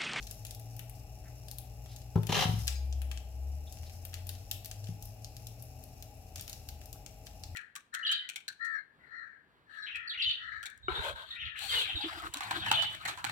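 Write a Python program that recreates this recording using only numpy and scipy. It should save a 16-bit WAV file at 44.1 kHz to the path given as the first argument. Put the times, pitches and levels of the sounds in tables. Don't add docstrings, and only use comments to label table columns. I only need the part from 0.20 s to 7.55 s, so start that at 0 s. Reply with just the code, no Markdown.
import sys
import numpy as np
from scipy import signal
from scipy.fft import rfft, irfft
from scipy.io import wavfile

SR = 44100
rng = np.random.default_rng(int(sys.argv[2]) if len(sys.argv) > 2 else 0)


def wav_record(signal):
    frames = np.transpose(np.atleast_2d(signal))
    bounded = np.clip(frames, -1, 1)
    quanta = np.round(bounded * 32767).astype(np.int16)
    wavfile.write(sys.argv[1], SR, quanta)


N = 324135


def from_db(db):
    return 10 ** (np.asarray(db) / 20)


def unit_rms(x):
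    return x / np.sqrt(np.mean(x ** 2) + 1e-20)


def unit_energy(x):
    return x / np.sqrt(np.sum(x ** 2, axis=-1, keepdims=True) + 1e-20)


def curves(rows):
    times, *columns = np.transpose(rows)
    return [np.interp(np.arange(N) / SR, times, column) for column in columns]


def at_hz(points, hz):
    freqs, values = np.transpose(points)
    return np.interp(np.log(np.maximum(hz, 1)), np.log(freqs), values)


def pan(left_db):
    return from_db(np.array([[left_db], [-left_db]]) / 2)


def drift(per_s):
    knots = rng.standard_normal(4096)
    return unit_rms(np.interp(np.arange(N) / SR * per_s, np.arange(len(knots)), knots))


def convolve(x, response):
    return signal.fftconvolve(np.atleast_2d(x), np.atleast_2d(response), axes=-1)[:, :N]


def colour(x, spectrum, size=8192):
    gains = from_db(at_hz(spectrum, np.fft.rfftfreq(size, 1 / SR)))
    cepstrum = irfft(np.log(gains))
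    cepstrum[1:size // 2] *= 2
    cepstrum[size // 2 + 1:] = 0
    response = irfft(np.exp(rfft(cepstrum)))
    return convolve(x, unit_energy(response))


def stereo_noise(shared):
    return np.sqrt(shared) * rng.standard_normal(N) + np.sqrt(1 - shared) * rng.standard_normal((2, N))


def ring(clicks, hz, t60):
    decay, angle = from_db(-60 / (t60 * SR)), 2 * np.pi * hz / SR
    return signal.lfilter([0, np.sin(angle)], [1, -2 * decay * np.cos(angle), decay ** 2], clicks + 1e-18)


def strike(times, levels_db, modes):
    clicks = np.zeros(N)
    clicks[np.round(np.asarray(times) * SR).astype(int)] = from_db(levels_db)
    return sum(ring(clicks, hz, t60) * from_db(db) for hz, db, t60 in modes)


def resonate(x, modes):
    total = 0
    for hz, width, db in modes:
        band = signal.lfilter(*signal.iirpeak(hz, hz / width, fs=SR), x)
        total = total + from_db(db) * unit_rms(band)
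    return unit_rms(total)


def grains(per_s, spread_db):
    sizes = from_db(spread_db * np.minimum(rng.exponential(1, N), 3))
    slipping = rng.random(N) < per_s / SR
    return unit_rms(slipping * sizes * rng.choice([-1, 1], N))


def scatter(x, spread_s, size=400):
    decay = np.exp(-np.arange(size) / SR / spread_s)
    return convolve(x, unit_energy(decay * rng.standard_normal((2, size))))


def cracks(times, levels_db, crack_s, flutter_s, flutter_db, size=3000, lag_samples=7):
    out, t = np.zeros((2, N + size)), np.arange(size) / SR
    for time, db in zip(times, levels_db):
        start = max(round(time * SR), 0)
        crack = unit_energy(np.exp(-t / crack_s) * rng.standard_normal(size))
        flutter = unit_energy(np.exp(-t / flutter_s) * rng.standard_normal((2, size)))
        direct = np.array([crack, np.pad(crack, (lag_samples, 0))[:size]])
        out[:, start:start + size] += from_db(db) * unit_energy(direct + from_db(flutter_db) * flutter)
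    return out[:, :N]


def strokes(rows, attack_s, release_s):
    t, gain = np.arange(N) / SR, 0
    for start, length, db in rows:
        rise = np.clip((t - start) / attack_s, 0, 1)
        fall = np.exp(-np.maximum(t - start - length, 0) / release_s)
        gain = gain + from_db(db) * rise * fall
    return gain


# (frequency [Hz], t60 [s])
KITCHEN_DECAY = [(150, 0.36), (1000, 0.48), (4000, 0.45), (8000, 0.21), (15000, 0.38)]

def in_kitchen(direct, reverb_db):
    t, response = np.arange(int(0.7 * SR)) / SR, 0
    edges_hz = np.geomspace(150, 17000, 9)
    for low, high in zip(edges_hz, edges_hz[1:]):
        bandpass = signal.butter(2, [low, high], "band", fs=SR, output="sos")
        band = signal.sosfilt(bandpass, rng.standard_normal((2, len(t))))
        t60 = at_hz(KITCHEN_DECAY, np.sqrt(low * high))
        response = response + band * from_db(-60 * t / t60)
    build_up = 1 - np.exp(-t / 0.00043)
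    return direct + from_db(reverb_db) * convolve(direct, unit_energy(response * build_up))


# (frequency [Hz], relative level [dB])
RUMBLE_SPECTRUM = [(20, -50), (40, 0), (60, -7.5), (112, 0), (140, -11.5), (220, -18), (330, -26.5),
                   (600, -29.5), (1500, -47), (4000, -70)]
RUSH_SPECTRUM = [(100, -40), (260, -8), (340, -7.5), (440, -3), (520, -7), (620, -1), (840, -8.5),
                 (880, -13), (930, -23.5), (1300, -29), (3000, -63.5)]
HISS_SPECTRUM = [(700, 2), (1200, -2.5), (1550, -6), (2150, -2), (2550, 7.5), (2900, 6.5), (3050, -5),
                 (4200, -3.5), (5600, -21.5), (7500, 3.5), (9000, -12), (13000, 0), (16000, -7)]
# (frequency [Hz], width [Hz], relative level [dB])
RUSH_RESONANCES = [(293, 2.1, -6), (444, 5.4, -13.5), (643.6, 32, -2.5), (709, 10, -15.5), (753, 6.9, -2),
                   (795, 25, -13), (820, 36, -0.5)]

def room_tone(mains_hz=51.6, mains_db=-58):
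    mains = np.sqrt(2) * from_db(mains_db) * np.sin(2 * np.pi * mains_hz * np.arange(N) / SR)
    rumble = from_db(-53.5) * colour(stereo_noise(shared=1.0), RUMBLE_SPECTRUM)
    air = colour(stereo_noise(shared=0.69), RUSH_SPECTRUM)
    rush = from_db(-66.5) * air + from_db(-64) * resonate(air, RUSH_RESONANCES)
    hiss = from_db(-65) * colour(stereo_noise(shared=0.017), HISS_SPECTRUM)
    return (mains + rumble) * pan(4.4) + rush * pan(2.8) + hiss * pan(4.8)


# (time [s], firing rate [Hz], fundamental level [dB], octave level [dB])
NEAR_ENGINE_RUN = [(0.0, 53.4, -39.5, -61.5), (0.5, 57.07, -55.5, -43), (0.8, 60.35, -47.5, -53.5),
                   (2.15, 60.08, -47.5, -52), (2.45, 66.2, -38.5, -58), (2.8, 67.75, -34.5, -64),
                   (3.08, 62.75, -41.5, -70), (3.3, 69.5, -34, -59), (3.56, 76, -43, -67),
                   (3.76, 85.44, -33.5, -82), (4.12, 90.04, -41, -85), (4.6, 102.7, -36.5, -73),
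                   (5.35, 115.4, -42, -79), (5.55, 125, -50.5, -69.5), (6.1, 136.6, -69, -75)]
# (frequency [Hz], width [Hz], gain [dB])
WALL_RESONANCES = [(67.6, 5.8, -1), (71.3, 4.5, -5), (78.5, 1.1, -0.5), (89.46, 3.35, -4), (96.15, 1.6, -9),
                   (103.56, 3.2, -4), (110.2, 0.67, -13), (116.4, 6, -6)]
# (time [s], firing rate [Hz], level [dB])
FAR_ENGINE_RUN = [(4.8, 66.5, -68), (5.1, 71.8, -58), (5.9, 84, -61), (6.22, 86.3, -50), (6.35, 77.4, -57),
                  (6.55, 75.5, -48), (7.05, 77.8, -76), (7.19, 88.3, -53.5), (7.33, 84.8, -44.5)]

def engines():
    hz, fundamental_db, octave_db = curves(NEAR_ENGINE_RUN)
    wavering_hz = hz * (1 + 0.0053 * drift(per_s=23))
    phase = 2 * np.pi * np.cumsum(wavering_hz) / SR
    walls = sum(from_db(db) / (1 + 2j * (hz - mode_hz) / width) for mode_hz, width, db in WALL_RESONANCES)
    near = np.abs(walls) * from_db(fundamental_db) * np.sin(phase) + from_db(octave_db) * np.sin(2 * phase)
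    far_hz, far_db = curves(FAR_ENGINE_RUN)
    fade_in = np.clip((np.arange(N) / SR - 4.6) / 0.3, 0, 1)
    far = fade_in * from_db(far_db) * np.sin(2 * np.pi * np.cumsum(far_hz) / SR)
    return np.sqrt(2) * (near + far) * from_db(drift(per_s=5)) * pan(4.0)


# (time [s], boom level [dB], knock level [dB])
COUNTER_BLOWS = [(1.957, -13.5, -28), (1.975, -58, -35), (2.094, -25, -37), (2.254, -21, -42),
                 (2.292, -22, -55), (2.338, -24.5, -64), (2.384, -34, -62), (4.690, -29.5, -70)]
# (frequency [Hz], gain [dB], t60 [s])
COUNTER_MODES = [(87.5, -12, 0.095), (108, 0, 0.37), (138, 0.5, 0.1), (160.9, -3.5, 0.28),
                 (200, -24.5, 0.17), (310, -44.5, 0.24), (416, -15.5, 0.067), (760, -18, 0.06),
                 (907, -21, 0.086), (1003, -58, 0.1), (1304, -26, 0.18)]
# (frequency [Hz], relative level [dB])
KNOCK_SPECTRUM = [(100, 0), (250, 3), (420, 8.5), (650, -3), (1000, 2.5), (1500, -19), (2200, -28),
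                  (3200, -27), (8000, -34)]

def counter_thumps(split_hz=260):
    times, boom_db, knock_db = np.transpose(COUNTER_BLOWS)
    boom = strike(times, boom_db, [mode for mode in COUNTER_MODES if mode[0] < split_hz])
    boom = signal.sosfilt(signal.butter(2, 380, fs=SR, output="sos"), boom)
    ringing = strike(times, knock_db, [mode for mode in COUNTER_MODES if mode[0] >= split_hz])
    contact = cracks(times, knock_db, crack_s=0.009, flutter_s=0.0081, flutter_db=-3)[0]
    knock = colour(contact, KNOCK_SPECTRUM)
    blows = from_db(-7.5) * boom + from_db(9.5) * ringing + from_db(25) * knock
    blows = signal.sosfilt(signal.butter(2, 65, "high", fs=SR, output="sos"), blows)
    return in_kitchen(blows * pan(4.6), reverb_db=-7.5)


# (start [s], length [s], level [dB])
SLIDE_MOVES = [(2.089, 0.014, -34), (2.118, 0.009, -28.5), (2.141, 0.1, -30), (2.29, 0.11, -57)]
# (frequency [Hz], relative level [dB])
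SCRAPE_SPECTRUM = [(90, -27), (150, 2.5), (210, -1.5), (280, -20.5), (480, -10), (1000, -9), (1450, -12),
                   (2300, -12), (3100, -9.5), (4200, -12), (5200, -18), (6500, -21), (9000, -27),
                   (13000, -28), (16000, -42)]
# (frequency [Hz], width [Hz], relative level [dB])
OBJECT_RESONANCES = [(432, 45, 1.5), (567, 71, 2), (756, 77, 6), (950, 56, 0.5), (1060, 27, -23),
                     (1600, 17, -10), (1670, 9.5, -11), (2954, 41, -1), (3114, 62, 6.5), (3170, 96, -8),
                     (4030, 160, -16), (5650, 74, 4), (6020, 47, -4)]
# (time [s], level [dB])
CLINK_HIT = [(2.556, -50.5)]
# (frequency [Hz], gain [dB], t60 [s])
CLINK_RING = [(2360, -6.5, 0.27), (4947, 2, 0.21), (5030, -4, .17), (6557, 4, 0.1)]

def sliding_object(chatter_hz=75):
    push = strokes(SLIDE_MOVES, attack_s=0.0049, release_s=0.011)
    slip_cycle = np.cumsum(chatter_hz * from_db(3 * drift(per_s=60))) / SR % 1
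    force = push * unit_rms(from_db(-9 * slip_cycle))
    slips = force * grains(per_s=5400, spread_db=-0.3)
    smeared = 0.69 * slips + 0.54 * scatter(slips, spread_s=0.0053)
    body = np.std(slips) * resonate(force * stereo_noise(shared=0.85), OBJECT_RESONANCES)
    scrape = from_db(1) * colour(smeared, SCRAPE_SPECTRUM) + from_db(-6) * body
    clink = strike(*np.transpose(CLINK_HIT), CLINK_RING)
    return in_kitchen((scrape + clink) * pan(2.4), reverb_db=-6)


# (start [s], length [s], level [dB])
HAND_PRESSES = [(0.0, 0.19, -58), (0.239, 0.1206, -60.5), (0.4, 0.18, -61.5), (0.932, 0.4, -64),
                (1.63, 0.18, -60), (2.09, 0.39, -48.5), (3.43, 0.55, -59.5), (4.05, 0.23, -61.5),
                (4.579, 0.13, -58), (4.797, 0.088, -58), (5.13, 0.49, -63.5), (6.15, 0.073, -53.5),
                (6.27, 0.14, -62.5), (6.59, 0.059, -57.5), (7.137, 0.086, -62)]

def hand_pressure():
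    return strokes(HAND_PRESSES, attack_s=0.013, release_s=0.034)


# (frequency [Hz], relative level [dB])
RUB_SPECTRUM = [(900, -13.5), (1500, -12), (3000, -18.5), (5500, 0), (7500, -5), (12500, -2.5),
                (16000, -18.5)]
# (time [s], level [dB], centre [Hz], width [Hz], half-length [s])
FINGERTIP_CATCHES = [(1.066, -64.5, 1710, 1098, 0.025), (1.716, -59, 3870, 3000, 0.03),
                     (3.478, -57.5, 3580, 450.6, 0.0082), (3.671, -56, 4300, 2800, 0.011),
                     (3.96, -64, 2263, 2420, 0.033), (6.76, -64, 1280, 400.2, 0.0097)]

def fingers(resting_db=-62.5):
    effort = np.hypot(hand_pressure(), from_db(resting_db))
    ticks = scatter(grains(per_s=800, spread_db=4.5), spread_s=0.0006)
    friction = stereo_noise(shared=0.15) * from_db(5.5 * drift(per_s=45))
    rubbing = from_db(-3) * effort * colour(ticks + from_db(-7) * friction, RUB_SPECTRUM)
    t = np.arange(N) / SR
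    for time, db, hz, width, half_length in FINGERTIP_CATCHES:
        band = [(hz, width, 0)]
        slips = resonate(resonate(grains(per_s=3000, spread_db=2), band), band)
        swell = np.exp(-((t - time) / half_length) ** 2)
        rubbing = rubbing + from_db(db) * swell * slips
    return in_kitchen(rubbing, reverb_db=-5)


# (crack level [dB], body level [dB], treble level [dB])
SMALL_CREASE_DB = (-46, -61, -62.5)

def small_creases(firm_per_s=45, firm_press_db=-56.5, spread_db=4, candidates=400):
    times, chance = rng.random((2, candidates)) * [[(N - 1) / SR], [1]]
    levels_db = np.array(SMALL_CREASE_DB) + spread_db * rng.standard_normal((candidates, 3))
    pressure = hand_pressure()[(times * SR).astype(int)]
    firmness = np.minimum(pressure / from_db(firm_press_db), 1) ** 4
    gives_way = chance < firm_per_s * firmness * N / SR / candidates
    return np.column_stack([times, levels_db])[gives_way]


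# (time [s], crack level [dB], body level [dB], treble level [dB])
LOUD_CREASES = [(0.0695, -40, -76, -49), (0.1112, -36, -56.5, -40), (0.2505, -36.5, -51.5, -40.5),
                (0.2675, -40, -67, -48), (0.309, -37.5, -64, -42), (0.348, -43, -67, -45),
                (0.397, -49, -66, -45), (0.5653, -51, -63, -47), (0.5931, -43, -48, -40.5),
                (0.6963, -56, -62, -44.5), (1.284, -40, -59, -47), (1.3132, -37, -62, -41.5),
                (1.3843, -37, -61, -37), (1.7622, -39, -61, -47), (2.0323, -44, -50, -45.5),
                (2.0694, -34, -45.5, -40), (2.4719, -35, -48, -37.5), (2.4791, -19, -36.5, -35),
                (2.7262, -37.5, -60, -67), (2.818, -41, -50.5, -44), (2.9143, -34.5, -44.5, -45.5),
                (2.9743, -37, -49.5, -67), (3.5244, -40, -69, -46.5), (3.8516, -40, -52, -40.5),
                (3.9413, -32, -46.5, -44), (4.0694, -44, -61, -42), (4.0919, -31.5, -47.5, -38),
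                (4.3128, -24.5, -45.5, -30.5), (4.4465, -34, -58, -42.5), (4.4581, -37, -54, -40.5),
                (4.5131, -32, -51, -47.5), (4.825, -40, -77, -43.5), (4.855, -49, -72.5, -45),
                (5.0457, -36, -61, -48.5), (5.1669, -41, -60, -48.5), (5.2694, -36.5, -76, -42.5),
                (5.4238, -47, -78, -44.5), (5.6382, -46.5, -76, -48.5), (5.8246, -40, -60, -45.5),
                (6.1584, -33.5, -47, -44), (6.1961, -36, -51.5, -55), (6.2103, -39, -64, -39),
                (6.2789, -38, -50.5, -45), (6.2964, -33.5, -54.5, -43), (6.3297, -33.5, -55.5, -45),
                (6.4884, -33, -56, -44), (6.6576, -47, -81.5, -46.5), (6.7291, -38.5, -67.5, -44),
                (6.8623, -36, -52, -53), (7.0686, -40, -53, -82), (7.2366, -33.5, -56, -52)]
# (frequency [Hz], relative level [dB])
BODY_SPECTRUM = [(500, -30), (1000, -16), (1500, -7), (2100, -5), (2800, 0), (3600, -5), (6000, -26)]
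CRACK_SPECTRUM = [(1500, -42.5), (2800, -7), (4200, 0.5), (6000, 1.5), (7500, 1.5), (9500, -10),
                  (15000, -19)]
TREBLE_SPECTRUM = [(4000, -29), (7500, -9.5), (10500, 3.5), (13000, 3), (16000, -5)]

def plastic_sheet():
    times, crack_db, body_db, treble_db = np.vstack([LOUD_CREASES, small_creases()]).T
    flex = cracks(times, body_db, crack_s=0.001, flutter_s=0.007, flutter_db=3)
    flip = cracks(times, crack_db, crack_s=0.0005, flutter_s=0.0045, flutter_db=0.5)
    tick = cracks(times, treble_db, crack_s=0.00039, flutter_s=0.0035, flutter_db=2.5)
    body = from_db(23.5) * colour(flex, BODY_SPECTRUM) * pan(7.4)
    crack = from_db(16) * colour(flip, CRACK_SPECTRUM) * pan(0.14)
    treble = from_db(23.5) * colour(tick, TREBLE_SPECTRUM) * pan(2.7)
    return in_kitchen(body + crack + treble, reverb_db=-6)


def scene():
    return room_tone() + engines() + counter_thumps() + sliding_object() + fingers() + plastic_sheet()


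def port_dip(x, hz, q, depth_db):
    angle = 2 * np.pi * hz / SR
    width, depth = np.sin(angle) / (2 * q), from_db(depth_db / 2)
    numerator = [1 + width * depth, -2 * np.cos(angle), 1 - width * depth]
    denominator = [1 + width / depth, -2 * np.cos(angle), 1 - width / depth]
    return signal.lfilter(numerator, denominator, x)


def record(dry):
    left, right = dry
    right = port_dip(right, hz=8500, q=6.8, depth_db=-20)
    right = port_dip(right, hz=10300, q=2.6, depth_db=-15)
    lowpass = signal.ellip(10, 0.1, 80, 15900, fs=SR, output="sos")
    return signal.sosfilt(lowpass, np.array([left, right]))


dry = scene()
out = record(dry)
wav_record(out)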